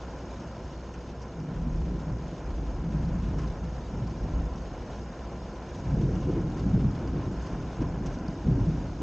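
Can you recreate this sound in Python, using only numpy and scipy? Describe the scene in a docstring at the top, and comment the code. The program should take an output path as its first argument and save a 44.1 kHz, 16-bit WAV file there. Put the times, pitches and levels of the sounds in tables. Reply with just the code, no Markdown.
"""Distant thunder rolls through night rain in two long waves, heard from behind a window.
Shock fronts from along the lightning channel merge into boom, roll and growl; the second wave is nearer,
with claps and more thuds, and a mode of the room booms along. Single drops knock and splash on the pane
amid a fine patter, far rain on roof and ground blurs into a steady wash, and an appliance hums low."""
import sys
import numpy as np
from scipy import signal
from scipy.fft import rfft, irfft, next_fast_len
from scipy.io import wavfile
from scipy.ndimage import map_coordinates

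SR = 44100
rng = np.random.default_rng(int(sys.argv[2]) if len(sys.argv) > 2 else 0)


def transcribe(u):
    """Save the signal u as a 16-bit wav file named by the first command-line argument.

    u: samples, shape (n,) or (channels, n), limited to [-1, 1]; the rate is SR.
    q: integer samples, one column per channel.
    """
    v = np.clip(np.atleast_2d(u).T, -1, 1)
    q = np.round(v * 32767).astype(np.int16)
    wavfile.write(sys.argv[1], SR, q)


N = 397782
TIME = np.arange(N) / SR


def amp(db):
    """Decibels to gain."""
    return 10 ** (np.asarray(db) / 20)


def unit(x):
    """x at rms 1."""
    return x / np.sqrt(np.mean(x ** 2) + 1e-20)


def along(points, hz):
    """Read (frequency, value) points on a log frequency axis."""
    freqs, values = np.transpose(points)
    return np.interp(np.log(hz + 1), np.log(freqs + 1), values)


def curves(rows):
    """One automation curve for each column after the time."""
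    times, *columns = np.transpose(rows)
    return [np.interp(TIME, times, column) for column in columns]


def wobble(rate):
    """A smooth random curve, rate knots a second."""
    return map_coordinates(rng.standard_normal(int(N * rate / SR) + 4), [TIME * rate])


def filtered(x, response):
    """x through a filter given as a function of frequency."""
    size = x.shape[-1]
    padded = next_fast_len(size + SR // 2)
    return irfft(rfft(x, padded) * response(np.fft.rfftfreq(padded, 1 / SR)), padded)[..., :size]


def coloured(x, spectrum):
    """x through a causal EQ that falls 60 dB an octave past its last point, brought to rms 1."""
    def minimum_phase(hz):
        db = along(spectrum, hz) - 60 * np.log2(np.maximum(hz / spectrum[-1][0], 1))
        cepstrum = irfft(np.log(amp(db) + 1e-6))
        half = len(cepstrum) // 2
        cepstrum[1:half] *= 2
        cepstrum[half + 1:] = 0
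        return np.exp(rfft(cepstrum))
    return unit(filtered(x, minimum_phase))


def impacts(rate, spread_db):
    """Randomly timed impulses, rate a second, scattered in size by spread_db; rms 1."""
    size = amp(spread_db * np.clip(rng.standard_normal(N), -2, 2)) * rng.choice([-1, 1], N)
    return unit(size * (rng.random(N) < rate / SR))


def add(track, start_s, sound):
    """Mix a sound into the track at start_s."""
    part = track[max(round(start_s * SR), 0):][:len(sound)]
    part += sound[:len(part)]


def rumble(spectrum, rate, swell_s):
    """Shock fronts from along the lightning channel, dulled by distance; levelled over swell_s."""
    fronts = coloured(impacts(rate, spread_db=3.0), spectrum)
    window = signal.windows.hann(int(2 * swell_s * SR))
    power = signal.fftconvolve(fronts ** 2, window / window.sum(), "same")
    return fronts / np.sqrt(np.abs(power) + 0.041)


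# Peal cues, one for each stretch of the lightning channel:
# (start [s], rise [s], hold [s], roll level [dB], boom over roll [dB], growl over roll before trim [dB])
PEAL_CUES = [(1.347, 0.063, 0.14, -42.5, -13, 1), (1.465, 0.22, 0.1, -38.5, 9, -4),
             (1.802, 0.05, 0.11, -40.5, 8, 4), (2.042, 0.051, 0.037, -37.5, -0.5, -3.5),
             (2.436, 0.051, 0.21, -50, 18, 8.5), (2.67, 0.23, 0.39, -33.5, 1, -5.5),
             (3.19, 0.13, 0.13, -36.5, 5.5, -2), (3.534, 0.068, 0.11, -42, 3.5, -7.5),
             (3.884, 0.055, 0.13, -35, -2, -4.5), (4.178, 0.064, 0.17, -38.5, 9.5, 0),
             (4.67, 0.13, 0.065, -55, 11.5, 6.5), (5.734, 0.2, 0.19, -28.5, -2.5, -6.5),
             (6.224, 0.032, 0.22, -30.5, -6.5, -2.5), (6.5, .18, 0.18, -28, -3.5, -3.5),
             (7.006, 0.05, .06, -39, 3.5, 6), (7.11, 0.044, 0.04, -34.5, -6, -4),
             (7.252, 0.023, 0.015, -35.5, 0, 0.5), (7.473, 0.054, 0.08, -36, -3.5, -2),
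             (7.785, 0.012, 0.033, -31, 0.5, -2), (7.944, 0.024, 0.14, -39, 0.5, 2.5),
             (8.124, 0.033, 0.24, -40.5, -7, 1), (8.441, 0.022, 0.047, -27.5, -2.5, -2),
             (8.534, 0.028, 0.091, -33, 1.5, -0.5), (8.73, 0.025, 0.037, -35, -15, -1),
             (8.985, 0.067, 0.046, -41.5, -4, 16)]


def peal_envelopes():
    """Gains of roll, boom and growl: each peal swells, holds and dies into its echo off the land."""
    release_s, echo_s, echo_db = 0.64, 4.3, -6  # both times are for a 60 dB fall
    power = np.zeros((3, N))
    for start_s, rise_s, hold_s, db, boom_db, growl_db in PEAL_CUES:
        age = np.maximum(TIME - start_s - rise_s - hold_s, 0)
        fade = amp(-60 * age / release_s) + amp(echo_db - 60 * age / echo_s)
        envelope = np.clip((TIME - start_s) / rise_s, 0, 1) * fade / (1 + amp(echo_db))
        power += (amp([[db], [db + boom_db], [db + growl_db]]) * envelope) ** 2
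    return np.sqrt(power)


# The thunder's sub boom, low roll and low-mid growl: (frequency [Hz], level [dB])
BOOM_EQ = [(15, -31), (25, -19), (33, -21.5), (41, 3), (47, -6.5), (56, 3.5), (68, -7), (85, -16.5),
           (120, -45.5), (200, -69.5)]
ROLL_EQ = [(45, -40.5), (75, -18), (92, -1), (106, -7), (128, -1.5), (145, -3.5), (163, -1), (182, -6),
           (205, -5), (235, -16.5), (320, -31.5), (500, -80)]
GROWL_EQ = [(120, -50), (200, -15.5), (240, 1.5), (280, 5), (305, 2), (335, -4), (390, -4.5), (480, -16),
            (650, -28.5), (1200, -54.5)]


def thunder(roll, boom, growl):
    """Far parts of the channel boom, nearer parts roll and growl; claps and thuds add the accents."""
    peals = boom * rumble(BOOM_EQ, rate=400, swell_s=0.041)
    peals += roll * rumble(ROLL_EQ, rate=900, swell_s=0.027)
    peals += amp(-4.0) * growl * rumble(GROWL_EQ, rate=600, swell_s=0.033)
    return peals + claps() + thuds()


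# Volleys from the nearest stretches of the channel: (start [s], rise [s], hold [s], level [dB])
CLAP_CUES = [(5.955, 0.013, 0.22, -38.5), (6.271, 0.018, 0.012, -31.5), (6.34, 0.019, 0.033, -36),
             (6.742, 0.023, 0.029, -34.5), (7, 0.012, 0.027, -38), (7.13, 0.023, .03, -38),
             (7.777, .012, .035, -36), (8.55, 0.015, 0.032, -44)]
# Their midrange crack: (frequency [Hz], level [dB])
CLAP_EQ = [(150, -30.5), (270, -1), (340, 7), (400, -1), (455, 0), (560, -11.5), (900, -36.5)]


def claps():
    """The nearest fronts keep their upper range and arrive in dense volleys with a fast attack."""
    release_s = 0.2  # to fall 60 dB
    power = np.zeros(N)
    for start_s, rise_s, hold_s, db in CLAP_CUES:
        attack = np.clip((TIME - start_s) / rise_s, 0, 1)
        age = np.maximum(TIME - start_s - rise_s - hold_s, 0)
        power += (attack * amp(db - 60 * age / release_s)) ** 2
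    return np.sqrt(power) * rumble(CLAP_EQ, rate=1200, swell_s=0.017)


# Low pitched thuds in the thunder; the first two are soft booms of the room ringing:
# (start [s], peak level [dB], pitch [Hz], rise [s])
THUD_CUES = [(1.36, -32.5, 156, 0.036), (1.51, -32, 165.6, 0.041), (1.645, -31, 245, 0.024),
             (2.11, -29, 119, 0.021), (2.938, -21.5, 160.6, 0.019), (3.28, -24.5, 47, 0.051),
             (4.0, -26.5, 119, 0.023), (4.26, -27.5, 50, 0.05), (4.371, -25, 59, 0.026),
             (5.918, -25, 136.3, 0.02), (5.994, -21, 139, 0.009), (6.028, -19.5, 134, 0.016),
             (6.157, -26, 174.4, 0.016), (6.25, -26.5, 74, 0.014), (6.287, -27, 345, 0.0097),
             (6.355, -28, 336, 0.022), (6.662, -21, 185, 0.0097), (6.728, -19.5, 199.4, 0.016),
             (6.737, -22.5, 125, 0.023), (6.832, -19, 208, 0.016), (6.84, -21.5, 129.4, 0.022),
             (7.15, -24.5, 149, 0.015), (7.26, -22.5, 89, 0.01), (7.803, -24, 112, 0.0069),
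             (7.813, -25, 266, 0.009), (7.856, -29, 74, 0.009), (7.965, -31, 157, 0.013),
             (8.048, -24, 166, 0.013), (8.281, -23.5, 183, 0.0089), (8.464, -22.5, 250, 0.012),
             (8.475, -19, 153, 0.012), (8.508, -20, 137, 0.014), (8.566, -20.5, 286, 0.014),
             (8.592, -22.5, 110.5, 0.017), (8.667, -17, 168, 0.015), (8.708, -24.5, 171, 0.016)]


def thuds():
    """Each thud swells and dies within a few cycles, sinking in pitch, with a short trail of echoes."""
    pitch_sag, trail_db, trail_s = 0.068, -10, 0.072
    out, t = np.zeros(N), np.arange(SR // 3) / SR
    for start_s, db, hz, rise_s in THUD_CUES:
        age = t / rise_s
        turns = np.cumsum(hz * np.exp(pitch_sag * np.tanh(1 - age))) / SR + rng.random()
        knock = (age * np.exp(1 - age)) ** 2 * np.sin(2 * np.pi * turns)
        echoes = rng.standard_normal(len(t)) * amp(-60 * t / trail_s)
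        trail = coloured(echoes, [(hz / 4, -20), (hz, 0), (2 * hz, -12)])
        add(out, start_s, amp(db) * (knock + amp(trail_db) * trail / np.abs(trail).max()))
    return out


def room_ring(roll):
    """A narrow standing wave of the room booms along with the roll; later peals ring it less."""
    mode_hz, first_peal_db, fall_db_per_s = 162.8, 3.5, 3.5
    send_db = first_peal_db - fall_db_per_s * (TIME - PEAL_CUES[0][0])
    mode = [(mode_hz * ratio, db) for ratio, db in ((.7, -40), (.9, -10), (1, 0), (1.1, -10), (1.4, -40))]
    return roll * amp(send_db) * rumble(mode, rate=210, swell_s=0.034)


# Big drops on the pane; knock and ping are offsets from the level, all before the trims and EQ:
# (time [s], level [dB], splash length [s], knock [dB], ping [dB], ping pitch [Hz])
DROP_CUES = [(0.9365, -48, .05, 13, -2, 6000), (1.214, -45, 0.091, -12, -2, 5450),
             (1.397, -50, .03, 5, -1, 5380), (2.22, -52, 0.026, 1, -2, 4840),
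             (2.358, -51, .05, 4, -7, 3220), (2.376, -46, .09, 2, -12, 3630),
             (3.382, -41, 0.088, 11.5, -8, 5400), (3.414, -44, .07, 8, -5.5, 5350),
             (3.431, -47, 0.045, 15, -9, 5350), (3.472, -47, 0.044, -6, -2.5, 3800),
             (4.069, -46.5, .05, 8, -2.5, 4800), (4.555, -51, .04, 3, -1, 5660),
             (4.575, -47, .04, 3, -5, 5460), (5.7447, -42, .055, -2, -5, 3550),
             (6.1493, -46.5, .07, 15, -5, 5950), (6.568, -45, .09, 12, -7, 5850),
             (6.591, -43.5, .055, 5, -5, 4600), (6.619, -51, .04, 6, -4, 4610),
             (6.689, -47, 0.05, 3, -8, 5250), (6.946, -45, .09, 9, -6, 3350),
             (7.073, -47, 0.038, 13, -2, 4750), (7.418, -44.5, 0.083, 4, -8.5, 6330),
             (7.463, -42, 0.064, 8, -11, 4650), (7.817, -44.5, 0.044, 5, -2, 5600),
             (8.058, -38.5, .07, 7.5, -5.5, 6150), (8.137, -47, 0.078, 0, -3.5, 5900),
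             (8.186, -45, .012, 0, -4, 5500), (8.279, -50, .03, -2, 7.5, 4930)]
# Resonances of the pane: (frequency [Hz], bandwidth [Hz], level [dB])
PANE_MODES = [(1028, 33, 3.5), (1380, 330, -9), (2060, 63, -16), (2410, 110, -25.5), (2950, 360, -19)]
# The bright splash, and the glass dulling the whole drop: (frequency [Hz], level [dB])
SPLASH_EQ = [(1000, -5), (2500, 6.5), (4000, 1), (5200, 6), (6600, 3.5), (7500, -6), (8500, -14),
             (9700, -24)]
THROUGH_GLASS_EQ = [(6500, -1.5), (8000, -0.5), (9600, -14)]


def drops():
    """A big drop knocks the glass and bursts into a short splash with a ping of its own pitch."""
    flatten_s, knock_s, ping_band_hz = 0.0028, 0.082, 1500
    out, t = np.zeros(N), np.arange(SR // 6) / SR

    def burst(decay_s):
        attack = 1 - np.exp(-t / flatten_s)
        return rng.standard_normal(len(t)) * attack * amp(-60 * (t / decay_s) ** 1.5)

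    def resonance(hz, centre, width):
        return 1j * hz * width / (centre ** 2 - hz ** 2 + 1j * hz * width)

    def pane(hz):
        return sum((-1) ** k * amp(db) * resonance(hz, centre, width)
                   for k, (centre, width, db) in enumerate(PANE_MODES))

    for start_s, db, length_s, knock_db, ping_db, ping_hz in DROP_CUES:
        splash = coloured(burst(length_s), SPLASH_EQ)
        knock = filtered(burst(knock_s), pane)
        ping = filtered(burst(0.7 * length_s), lambda hz: resonance(hz, ping_hz, ping_band_hz) ** 3)
        for part, part_db in ((splash, -2.5), (knock, knock_db - 7.0), (ping, ping_db)):
            add(out, start_s, amp(db + part_db) * part / np.abs(part).max())
    return filtered(out, lambda hz: amp(along(THROUGH_GLASS_EQ, hz)))


# Tone of the smaller drops: (frequency [Hz], level [dB])
TAP_EQ = [(500, -7), (1000, 6), (2000, 3.5), (3000, 7), (4400, 0.5), (6500, 0), (7500, -10.5), (9500, -31)]


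def taps():
    """Smaller drops splash on the pane in random clusters, each a short puff of noise."""
    taps_per_s, rise_s, decay_s = 55, 0.0036, 0.018
    crowding = amp(3 * wobble(9))
    hits = rng.random(N) < taps_per_s * crowding / crowding.mean() / SR
    sizes = hits * rng.random(N)
    t = np.arange(SR // 8) / SR
    envelope = np.exp(-t / decay_s) * (1 - np.exp(-t / rise_s))
    power = signal.fftconvolve(sizes ** 2, envelope ** 2)[:N]
    return amp(-65) * coloured(np.sqrt(np.abs(power)) * rng.standard_normal(N), TAP_EQ)


def drips(rate, centre_hz, spread, cycles, spread_db):
    """Small drops on wet surfaces: each rings briefly at its own pitch."""
    count = int(rate * N / SR)
    when, start_turn = rng.random((count, 2)).T
    pitch, life, size = np.clip(rng.standard_normal((count, 3)), -2, 2).T
    hz = np.minimum(centre_hz * np.exp(spread * pitch), SR / 3)[:, None]
    samples = np.arange(SR // 60)
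    turns = hz * samples / SR
    age = turns / (cycles * np.exp(life / 2))[:, None]
    envelopes = amp(spread_db * size)[:, None] * np.exp(-age) * (1 - np.exp(-10 * age))
    rings = envelopes * np.sin(2 * np.pi * (turns + start_turn[:, None]))
    positions = (when * N).astype(int)[:, None] + samples
    return unit(np.bincount(positions.ravel(), rings.ravel(), N)[:N])


# Strength of the rain, before each layer's trim: (time [s], wash level [dB], patter level [dB])
RAIN_FADERS = [(0, -48.5, -60.5), (1.3, -50.5, -64), (3.3, -48.5, -62), (5.2, -49, -61), (7.4, -47, -61.5),
               (9, -49, -61.5)]
# Pitches that the wet pane favours: (pitch [Hz], level within the patter [dB])
PANE_TINKS = [(2880, -17.5), (4700, -17), (5300, -14.5), (6350, -14)]
# Sizzle of the near rain: (frequency [Hz], level [dB])
PATTER_EQ = [(800, -10.5), (2000, -2.5), (3100, -2.5), (3700, -4.5), (4400, -6.5), (5200, -5.5),
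             (5750, -4.5), (6350, -4), (6900, -4), (7400, -10.5), (8200, -19), (9000, -26.5), (9700, -37.5)]


def patter(flurry_db):
    """Near drops tick and ping on the wet pane and sill over a fine spray."""
    _, level_db = curves(RAIN_FADERS)
    pings = drips(rate=900, centre_hz=5500, spread=.22, cycles=16, spread_db=2.4)
    tinks = sum(amp(db) * drips(rate=130, centre_hz=hz, spread=.025, cycles=30, spread_db=2.4)
                for hz, db in PANE_TINKS)
    ticks = impacts(450, spread_db=3.5)
    spray = impacts(9000, spread_db=2)
    fizz = tinks + .52 * pings + .33 * ticks + .8 * spray
    return amp(level_db + 0.57 + flurry_db) * coloured(fizz, PATTER_EQ)


# Far rain through the wall, its low drumming and its watery mids: (frequency [Hz], level [dB])
DRUMMING_EQ = [(18, -23), (30, -6.5), (45, 5), (72, 1.5), (92, -0.5), (120, 1), (165, 3), (200, 0.5),
               (270, -1), (295, -5.5), (345, -1), (430, -8.5), (500, -5.5), (800, -37.5)]
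WASH_EQ = [(250, -23), (420, 0.5), (520, 4.5), (680, 4.5), (920, 0), (1035, 2), (1140, -7.5), (1350, -5),
           (1600, -8), (2000, -15), (2350, -14.5), (2650, -18.5), (2880, -17), (3600, -27.5)]


def wash():
    """Countless far drops drum on roof and ground and merge into a wash; nearer ones plop through it."""
    level_db, _ = curves(RAIN_FADERS)
    drumming = amp(-40.5 + 0.56 * wobble(6.7)) * coloured(impacts(2500, spread_db=2.5), DRUMMING_EQ)
    plops = drips(rate=700, centre_hz=2000, spread=.35, cycles=4, spread_db=3)
    water = impacts(2600, spread_db=0) + 0.15 * plops
    flutter_db = 0.65 * wobble(24) + 0.65 * wobble(15)
    return drumming + amp(level_db + 2.5 + flutter_db) * coloured(water, WASH_EQ)


def hum(mains_hz=60):
    """An appliance in the house hums at mains pitch, slightly unsteady."""
    phase = 2 * np.pi * mains_hz * TIME + .1 * wobble(3)
    return amp(-40.5 + .5 * wobble(3.9)) * np.sin(phase)


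# Stereo width, open only in the hiss band: (frequency [Hz], side gain [dB])
SIDE_EQ = [(2950, -69), (3100, -0.5), (6150, -6.5), (6350, -63.5)]


def scene():
    """Everything sits centre, but the patter and a little of the drops spread across the window."""
    flurry_db = 0.33 * wobble(60) + 0.64 * wobble(10)
    roll, boom, growl = peal_envelopes()
    rain = wash() + patter(flurry_db) + taps() + drops()
    mid = rain + thunder(roll, boom, growl) + room_ring(roll) + hum()
    side = filtered(patter(flurry_db) + amp(-12.0) * drops(), lambda hz: amp(along(SIDE_EQ, hz)))
    return np.array([mid + side, mid - side])


def record(dry):
    """A brick-wall high cut at 9600 Hz takes the air off the mix."""
    return filtered(dry, lambda hz: hz < 9600)


dry = scene()
out = record(dry)
transcribe(out)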